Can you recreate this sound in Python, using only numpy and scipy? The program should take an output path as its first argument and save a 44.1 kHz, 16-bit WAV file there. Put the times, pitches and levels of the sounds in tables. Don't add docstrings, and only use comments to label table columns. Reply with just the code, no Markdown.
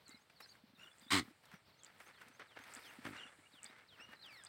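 import sys
import numpy as np
from scipy import signal
from scipy.fft import rfft, irfft
from scipy.io import wavfile

SR = 44100
rng = np.random.default_rng(int(sys.argv[2]) if len(sys.argv) > 2 else 0)


def ratio_of_db(decibels):
    return 10 ** (np.asarray(decibels, float) / 20)


def wav_out(sig):
    wavfile.write(sys.argv[1], SR, np.round(np.clip(np.atleast_2d(sig).T, -1, 1) * 32767).astype(np.int16))


N = 197656


def seconds(length_s):
    return np.arange(round(length_s * SR)) / SR


def rms_one(x):
    return x / np.sqrt(np.mean(x ** 2) + 1e-20)


def coloured(x, spectrum):
    hz, db = np.transpose(spectrum)
    bins = np.arange(N // 2 + 1) * SR / N + 1
    gain = ratio_of_db(np.interp(np.log(bins), np.log(hz), db))
    return rms_one(irfft(rfft(x) * gain, N))


def band(x, low_hz, high_hz):
    return signal.sosfilt(signal.butter(2, [low_hz, high_hz], "band", fs=SR, output="sos"), x)


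def resonate(x, hz, width_hz):
    r = np.exp(-np.pi * width_hz / SR)
    feedback = [1, -2 * r * np.cos(2 * np.pi * hz / SR), r * r]
    return signal.lfilter([(1 - r * r) / 2, 0, (r * r - 1) / 2], feedback, x)


def drift(rate):
    r = np.exp(-2 * np.pi * rate / SR)
    smooth = signal.lfilter([1], [1, -2 * r, r * r], rng.standard_normal(N + SR))
    return rms_one(smooth[SR:])


def grains(per_s, spread_db, clump_db):
    sizes = ratio_of_db(spread_db * np.minimum(rng.exponential(1, N), 4)) * rng.standard_normal(N)
    contacts = rng.random(N) < per_s / SR
    return rms_one(sizes * contacts * ratio_of_db(clump_db * drift(40.0)))


def add(out, start_s, sound):
    i = round(start_s * SR)
    out[i:i + len(sound)] += sound[:N - i]


# pitch in Hz, relative level in dB per Hz.
HUSH_SPECTRUM = [(18, -44), (30, -8), (111, 6.5), (353, -3.5), (459, -2), (645, -2), (2100, -7.5),
                 (2800, -7.5), (4260, -6), (5990, -19), (8200, -34), (11200, -25), (15800, -19)]


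def hush():
    level_db = -72.5 + 2.07 * drift(7.5)
    return ratio_of_db(level_db) * coloured(rng.standard_normal(N), HUSH_SPECTRUM)


NOTE_EDGE_S, CHATTER_WAVER_DB, FADE_DB_PER_S = .005, 3.5, 40.5


def whistle(rows, edge_s, waver_db, multiple=1):
    s, hz, db = np.transpose(rows)
    t = np.arange(s[0], s[-1], 1 / SR)
    ends = np.clip(np.minimum(t - s[0], s[-1] - t) / edge_s, 0, 1)
    waver, wobble = [np.interp(t - s[0], np.arange(80) * .004, rng.standard_normal(80)) for _ in range(2)]
    pitch = np.interp(t, s, hz) * (1 + .005 * waver_db * wobble)
    turns = multiple * np.cumsum(pitch) / SR
    level = ratio_of_db(np.interp(t, s, db) + waver_db * waver)
    return np.sqrt(2) * ends * level * np.sin(2 * np.pi * turns)


# seconds from the start, pitch in Hz, level in dB added to that of the call.
FALL_SHAPE = [(0, 5657, -4), (.008, 4700, -2.5), (.02, 3900, 7), (.035, 3450, 4), (.06, 3150, 8),
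              (.08, 2850, 4), (.092, 2640, 11)]
PEEP_SHAPE = [(0, 5910, -8), (.015, 6200, -3), (.03, 6500, 0), (.042, 6580, -6)]
# start in seconds, level in dB added to that of the shape.
FALL_CALLS = [(1.431, -84), (1.779, -79.5), (2.123, -79.5), (2.466, -78), (2.814, -71), (3.16, -69),
              (3.516, -73), (3.873, -73.5)]
PEEP_CALLS = [(.188, -80), (.468, -70.5), (1.772, -74), (2.05, -73.5), (2.325, -75), (2.6, -76),
              (2.868, -74), (3.42, -92)]


def repeated_calls():
    out = np.zeros(N)
    for shape, calls in [(FALL_SHAPE, FALL_CALLS), (PEEP_SHAPE, PEEP_CALLS)]:
        for start, db in calls:
            add(out, start, ratio_of_db(db) * whistle(shape, NOTE_EDGE_S, waver_db=3.0))
    return out


# seconds from the start, share of the tick's top pitch,
# level in dB added to the call.
TICK_SHAPE = [(0, 0.76, 0.5), (.0009, 1, -3), (.0018, .84, -36), (.003, .6, -34)]
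# seconds from the first tick, pitch in Hz, level in dB added to the call.
CHIP_SHAPE = [(.022, 3100, -28), (.025, 3700, -18), (.028, 3300, -20), (.031, 4700, -14),
              (.0345, 4900, -15), (.036, 4900, -28)]
# start in seconds, level in dB added to the shapes, top pitch of the ticks in Hz.
TICK_CALLS = [(0.081, -54.5, 8100), (0.984, -52, 8400), (1.8343, -46.5, 8300), (2.7377, -42.5, 8400),
              (3.6315, -40, 8770), (4.4373, -41, 8750)]


def ticks():
    out = np.zeros(N)
    for start, db, top_hz in TICK_CALLS:
        tick = ratio_of_db(db) * whistle(np.multiply(TICK_SHAPE, [1, top_hz, 1]), edge_s=.0004, waver_db=3)
        add(out, start, tick * ratio_of_db(-2.5))
        add(out, start + .0122, tick)
        chip = ratio_of_db(db) * whistle(CHIP_SHAPE, edge_s=.001, waver_db=1)
        add(out, start + CHIP_SHAPE[0][0], chip)
    return out


# start in seconds, length in seconds, start pitch in Hz, end pitch in Hz, level in dB at the start.
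GLIDES = [(.055, 0.082, 4790, 3860, -67.5), (.095, 0.086, 2050, 2150, -69.5),
          (.108, 0.026, 4850, 4400, -66), (.14, 0.025, 4350, 3940, -67), (.165, .02, 5300, 5030, -78),
          (.358, 0.076, 5000, 3800, -71), (.305, 0.016, 4700, 4780, -75.5), (.45, 0.014, 5300, 4860, -61),
          (.746, 0.034, 4540, 3600, -73), (.835, 0.031, 4000, 3350, -70), (.905, 0.03, 3400, 3470, -71.5),
          (.93, 0.0095, 3830, 5300, -72), (1.012, 0.044, 4470, 4880, -70.5),
          (1.025, 0.063, 3870, 3470, -70.5), (1.078, 0.03, 3270, 3800, -63.5),
          (1.69, 0.023, 4160, 4060, -79), (1.722, 0.029, 4130, 4500, -75), (1.752, .02, 5400, 4950, -83),
          (2.16, 0.023, 3820, 4340, -73), (3.265, 0.029, 3500, 3385, -66), (3.43, 0.04, 2150, 2310, -71.5),
          (3.454, 0.023, 2730, 2820, -67), (3.62, 0.052, 2780, 2220, -68),
          (3.675, 0.033, 3100, 3820, -67.5), (3.75, 0.099, 2050, 2170, -70.5),
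          (3.995, 0.02, 1840, 1800, -61), (4.002, 0.033, 7800, 8250, -78), (4.118, 0.041, 1790, 1810, -65),
          (4.148, 0.052, 5380, 3840, -72), (4.236, 0.04, 5000, 4750, -73), (4.37, 0.11, 5560, 4950, -75)]
# start in seconds, length in seconds, edge pitch in Hz,
# top pitch in Hz, level in dB at the start.
ARCHED_NOTES = [(.408, 0.043, 3820, 5500, -65), (.418, 0.04, 3780, 4330, -63),
                (.488, 0.041, 3630, 4770, -64.5), (1.535, 0.051, 5480, 5860, -77),
                (1.652, 0.03, 3960, 5500, -81), (4.192, 0.029, 4100, 4230, -66.5)]


def chatter():
    out = np.zeros(N)
    along = np.linspace(0, 1, 12)
    glide = 1 - (1 - along) ** 3.7
    arch = np.abs(np.sin(np.pi * along)) ** 0.74
    for notes, shape in [(GLIDES, glide), (ARCHED_NOTES, arch)]:
        for start, length, from_hz, to_hz, db in notes:
            hz = from_hz + (to_hz - from_hz) * shape
            rows = np.transpose([length * along, hz, db - FADE_DB_PER_S * length * along])
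            add(out, start, whistle(rows, NOTE_EDGE_S, CHATTER_WAVER_DB))
    return out


# level in dB at the start, level in dB of the overtone against it before the throat filter,
# then the path of the pitch as pairs of time in seconds and pitch in Hz.
RICH_NOTES = [(-59.5, 2.5, [(3.995, 2490), (4.01, 2710), (4.043, 2930), (4.058, 2680)]),
              (-68, -9, [(4.06, 2924), (4.15, 2840)]), (-57.5, -4, [(4.218, 5300), (4.23, 4100),
              (4.25, 3400), (4.275, 2942), (4.305, 2428), (4.345, 2206), (4.385, 1900), (4.44, 1519)])]


def rich_calls():
    out = np.zeros(N)
    for db, overtone_db, path in RICH_NOTES:
        start = path[0][0]
        rows = [(s, hz, db - FADE_DB_PER_S * (s - start)) for s, hz in path]
        overtone = whistle(rows, 0.0079, 2.4, multiple=2)
        overtone = band(band(overtone, 2300, 5000), 2000, 4800)
        add(out, start, whistle(rows, 0.01, 2.6) + ratio_of_db(overtone_db) * overtone)
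    return out


# start in seconds, end in seconds, start pitch in Hz, later pitch in Hz,
# start level in dB before the weights of the overtones.
BUZZY_NOTES = [(0.783, 0.908, 1366, 1424, -61.5), (3.156, 3.292, 1400, 1432, -58.5)]
# multiple of the pitch, weight in dB.
BUZZY_OVERTONES = [(1, -7), (2, -0.5), (4, -18), (5, -18)]


def buzzes():
    out = np.zeros(N)
    per_s, depth = 103, 0.44
    for start, end, start_hz, end_hz, db in BUZZY_NOTES:
        rows = [(start, start_hz, db), (start + 0.0344, end_hz, db - 3.0), (end, end_hz, db - 9.0)]
        note = sum(ratio_of_db(part_db) * whistle(rows, 0.015, waver_db=6.0, multiple=k)
                   for k, part_db in BUZZY_OVERTONES)
        flutter = 1 + depth * np.sin(2 * np.pi * per_s * np.arange(len(note)) / SR)
        add(out, start, note * flutter)
    return out


def birds():
    return repeated_calls() + ticks() + chatter() + rich_calls() + buzzes()


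# peak time in seconds, rise in seconds, fall in seconds,
# peak rustle in dB, peak crackle in dB. Rise and fall span 28 dB; the crackle shortens the fall.
BRANCH_TUGS = [(0.0, .01, 0.15, -70.5, -80), (0.095, 0.092, 0.29, -65.5, -72.5),
               (0.3, .004, 0.021, -61, -77), (0.405, 0.0065, 0.1, -56.5, -59),
               (0.54, 0.6, 0.16, -70.5, -79), (0.838, 0.23, 0.4, -66, -77), (1.023, .12, 0.16, -67, -75),
               (1.282, 0.75, 0.27, -67, -74.5), (1.442, 0.09, 0.2, -68, -80), (1.542, 0.083, .11, -58, -71),
               (1.881, 0.17, .13, -62.5, -75.5), (2.01, 0.086, 0.44, -61.5, -68),
               (2.11, 0.58, 0.04, -64.5, -87), (2.213, 0.088, 0.4, -60.5, -76),
               (2.399, 0.012, 0.13, -52, -76), (2.509, 0.02, 0.082, -62.5, -85),
               (2.574, 0.029, 0.016, -49, -90), (2.6, 0.053, 0.35, -58.5, -96), (2.73, 0.18, 1, -58, -65.5),
               (2.9, 0.71, 0.6, -75, -72), (3.051, 0.023, 0.39, -49, -64.5), (3.15, 0.3, 0.32, -55, -75),
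               (3.42, 0.12, 0.44, -80, -89), (3.559, 0.16, 0.13, -65.5, -78),
               (3.647, 0.045, 0.31, -59.5, -71), (3.81, 0.59, 0.11, -65, -92),
               (3.995, 0.17, 0.26, -61, -84), (4.131, 0.077, 0.08, -56, -75), (4.26, 0.085, 0.04, -67, -79),
               (4.32, 0.22, 0.95, -62.5, -74)]


def tugging():
    span_db, crackle_fall_share, still_crackle_db = 28, 0.54, -94.5
    t = np.arange(0, N + 32, 32) / SR
    peak, rise, fall, rustle_db, crackle_db = np.transpose(BRANCH_TUGS)[:, :, None]
    before = np.maximum(peak - t, 0) / rise
    after = np.maximum(t - peak, 0) / fall
    rustle = ratio_of_db(rustle_db - span_db * (before + after)) ** 2
    crackle = ratio_of_db(crackle_db - span_db * (before + after / crackle_fall_share)) ** 2
    powers = rustle.sum(axis=0), crackle.sum(axis=0) + ratio_of_db(still_crackle_db) ** 2
    return [np.interp(np.arange(N) / SR, t, np.sqrt(power)) for power in powers]


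# pitch in Hz, relative level in dB per Hz.
BRANCH_SPECTRUM = [(180, -10), (300, -6), (778, -4.5), (1330, -3), (1680, 0.5), (1990, -0.5), (6500, -23.5),
                   (8450, -123), (14300, -120)]
# pitch in Hz, width in Hz, strength in dB relative to the other rows.
WOOD_MODES = [(1330, 147, 3.5), (1790, 110, -26), (2150, 177, -5.5), (888, 49, -0.5), (490, 70, -9)]


def woody_rub():
    rub = coloured(grains(5500, spread_db=-1.0, clump_db=2.37), BRANCH_SPECTRUM)
    ring = sum(ratio_of_db(db + 1.6 * drift(5.7)) * resonate(rub, hz, width) for hz, width, db in WOOD_MODES)
    return rms_one(rub + 0.53 * ring)


CRACKLE_BANDS = [8.5, -26, 6, -5, 3.5]


def leaf_crackle():
    dry_leaves = grains(6000, spread_db=2.0, clump_db=-1.5)
    edges = np.geomspace(4200, 17000, 6)
    crackle = np.zeros(N)
    for k, db in enumerate(CRACKLE_BANDS):
        part = band(dry_leaves, edges[k], edges[k + 1])
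        crackle += (-1) ** k * ratio_of_db(db + 2.9 * drift(17)) * part
    return rms_one(crackle)


# time in seconds, level in dB before a cut of 6 dB.
HISS_SWELLS = [(0.0, -84), (0.11, -75.5), (0.364, -84), (0.424, -72), (0.738, -90), (0.833, -73.5),
               (1.008, -71.5), (1.746, -82.5), (2.02, -76.5), (2.519, -77), (2.754, -69.5), (3.008, -71.5),
               (3.083, -65.5), (3.886, -79), (4.41, -75), (4.48, -85)]


def leaf_hiss():
    s, db = np.transpose(HISS_SWELLS)
    level_db = np.interp(np.arange(N) / SR, s, db) - 6.0
    return ratio_of_db(level_db) * rms_one(band(rng.standard_normal(N), 7200, 9400))


def bush():
    rustle_gain, crackle_gain = tugging()
    return rustle_gain * woody_rub() + crackle_gain * leaf_crackle() + leaf_hiss()


# start in seconds, peak of the ring in dB, pitch in Hz,
# crack strength in dB before a fixed scaling by 0.19.
TWIG_SNAPS = [(0.298, -57, 2190, -22), (0.404, -50.5, 885, 7), (0.46, -53.5, 1730, -20),
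              (0.552, -53.5, 1534, -29), (1.436, -59, 860, 2), (1.455, -58.5, 870, 15),
              (1.515, -49, 1390, -29), (2.002, -48.5, 1710, 1), (2.216, -47.5, 1520, -12),
              (2.283, -56.5, 1310, 15.5), (2.396, -44.5, 1200, -48), (2.565, -52, 1340, -41),
              (2.589, -44, 1590, -23), (2.638, -48, 2200, 7.5), (3.051, -41, 1330, -16),
              (3.784, -54.5, 1450, -27), (4.09, -54.5, 1250, -22), (4.262, -57, 1060, 10)]


def snaps():
    out, t = np.zeros(N), seconds(.06)
    for start, db, hz, treble_db in TWIG_SNAPS:
        splinter = rng.standard_normal((2, len(t)))
        burst = splinter[0] * (np.exp(-t / .0035) + .15 * np.exp(-t / .02))
        twig = resonate(burst, hz, .3 * hz)
        crack = band(splinter[1], 2000, 11000) * np.exp(-t / 0.004)
        add(out, start, ratio_of_db(db) * (twig / np.abs(twig).max() + 0.19 * ratio_of_db(treble_db) * crack))
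    return out


# start in seconds, level in dB before the swell shapes it, pitch in Hz.
LOW_PUFFS = [(0.09, -59, 271), (0.142, -59, 236), (0.637, -58, 232), (0.698, -67, 243), (0.734, -61.5, 240),
             (0.783, -67.5, 206), (0.853, -67, 350), (1.022, -63, 220), (1.063, -59.5, 252),
             (1.278, -57.5, 292), (1.282, -54, 245), (1.307, -59.5, 310), (1.537, -52, 177),
             (2.265, -63.5, 234), (2.299, -63, 253), (2.395, -55.5, 436), (2.598, -61, 266),
             (2.766, -57, 253), (2.986, -51, 250), (3.253, -61.5, 260), (3.387, -63, 293),
             (3.537, -64, 280), (3.645, -65, 240), (3.697, -62, 257), (3.996, -64, 242), (4.089, -60, 218)]


def puffs():
    out, t = np.zeros(N), seconds(.08)
    swell = t / 0.0026 * np.exp(1 - t / 0.0033)
    for start, db, hz in LOW_PUFFS:
        add(out, start, -ratio_of_db(db) * swell * np.sin(2 * np.pi * hz * t))
    return out


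def blow_db(t, db, attack_s, onset_db, length_s, release_db_per_s):
    rise = onset_db * np.maximum(1 - t / attack_s, 0) ** 2
    sag = 109.5 * np.maximum(t - attack_s, 0)
    release = release_db_per_s * np.maximum(t - length_s, 0)
    return db + rise - sag - release


# pitch in Hz, relative level in dB per Hz.
JET_SPECTRUM = [(260, -55), (450, -22), (560, -9.5), (900, -0.5), (2000, -8), (2600, -10), (4080, 0.5),
                (5500, -14.5), (8500, -5.5), (11000, -20), (15800, -19)]
# pitch in Hz, width in Hz, strength in dB relative to the other rows.
NOSE_MODES = [(1280, 300, -5.5), (2050, 350, 5.5), (2940, 210, -3.5), (4030, 250, -14), (4950, 450, -3.5)]


def air_jet():
    jet = coloured(rng.standard_normal(N), JET_SPECTRUM)
    ring = sum(ratio_of_db(db) * resonate(jet, hz, width) for hz, width, db in NOSE_MODES)
    return rms_one(jet + 3.8 * ring)


# start in seconds, seconds until the steep release, peak level of the air jet in dB before
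# the chopping, peak level of the flaps in dB before the cavity, flaps per second at full blow.
SNORT_BLOWS = [(1.105, 0.09, -30.5, -30.5, 101), (3.027, .1, -73, -45.5, 57)]


def snorts():
    out, t = np.zeros(N), seconds(.25)
    jet = air_jet()
    for start, length_s, jet_db, flap_db, per_s in SNORT_BLOWS:
        flap = blow_db(t, flap_db, .036, -24, length_s, 332)
        slowing = np.maximum(1 + .026 * (flap - flap_db), .35)
        cycle = np.cumsum(per_s * slowing) / SR % 1
        knocks = -np.exp(-cycle / 0.043) * ratio_of_db(flap)
        cavity = band(12 * resonate(knocks, 279.5, 89) + 4 * resonate(knocks, 132, 55), 43, 362)
        chop = 1 + .3 * np.cos(2 * np.pi * (cycle - .15))
        jet_level = ratio_of_db(blow_db(t, jet_db, .021, -11, length_s, 1000))
        i = round(start * SR)
        add(out, start, cavity + chop * jet_level * jet[i:i + len(t)])
    return out


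def field(x):
    t = seconds(.2)
    decay = ratio_of_db(-60 * t / .11) * (t > .002)
    tail = band(rng.standard_normal(len(t)), 600, 8500) * decay
    return ratio_of_db(-13.5) * signal.fftconvolve(x, tail / np.linalg.norm(tail))[:N]


def scene():
    echoing = birds() + snaps() + puffs() + snorts()
    return (echoing + field(echoing) + bush() + hush())[None]


def top_cut(x):
    return signal.sosfilt(signal.butter(12, 15900, fs=SR, output="sos"), x)


def record(dry):
    mix = signal.sosfilt(signal.butter(3, 65, "high", fs=SR, output="sos"), dry)
    return top_cut(mix)


dry = scene()
out = record(dry)
wav_out(out)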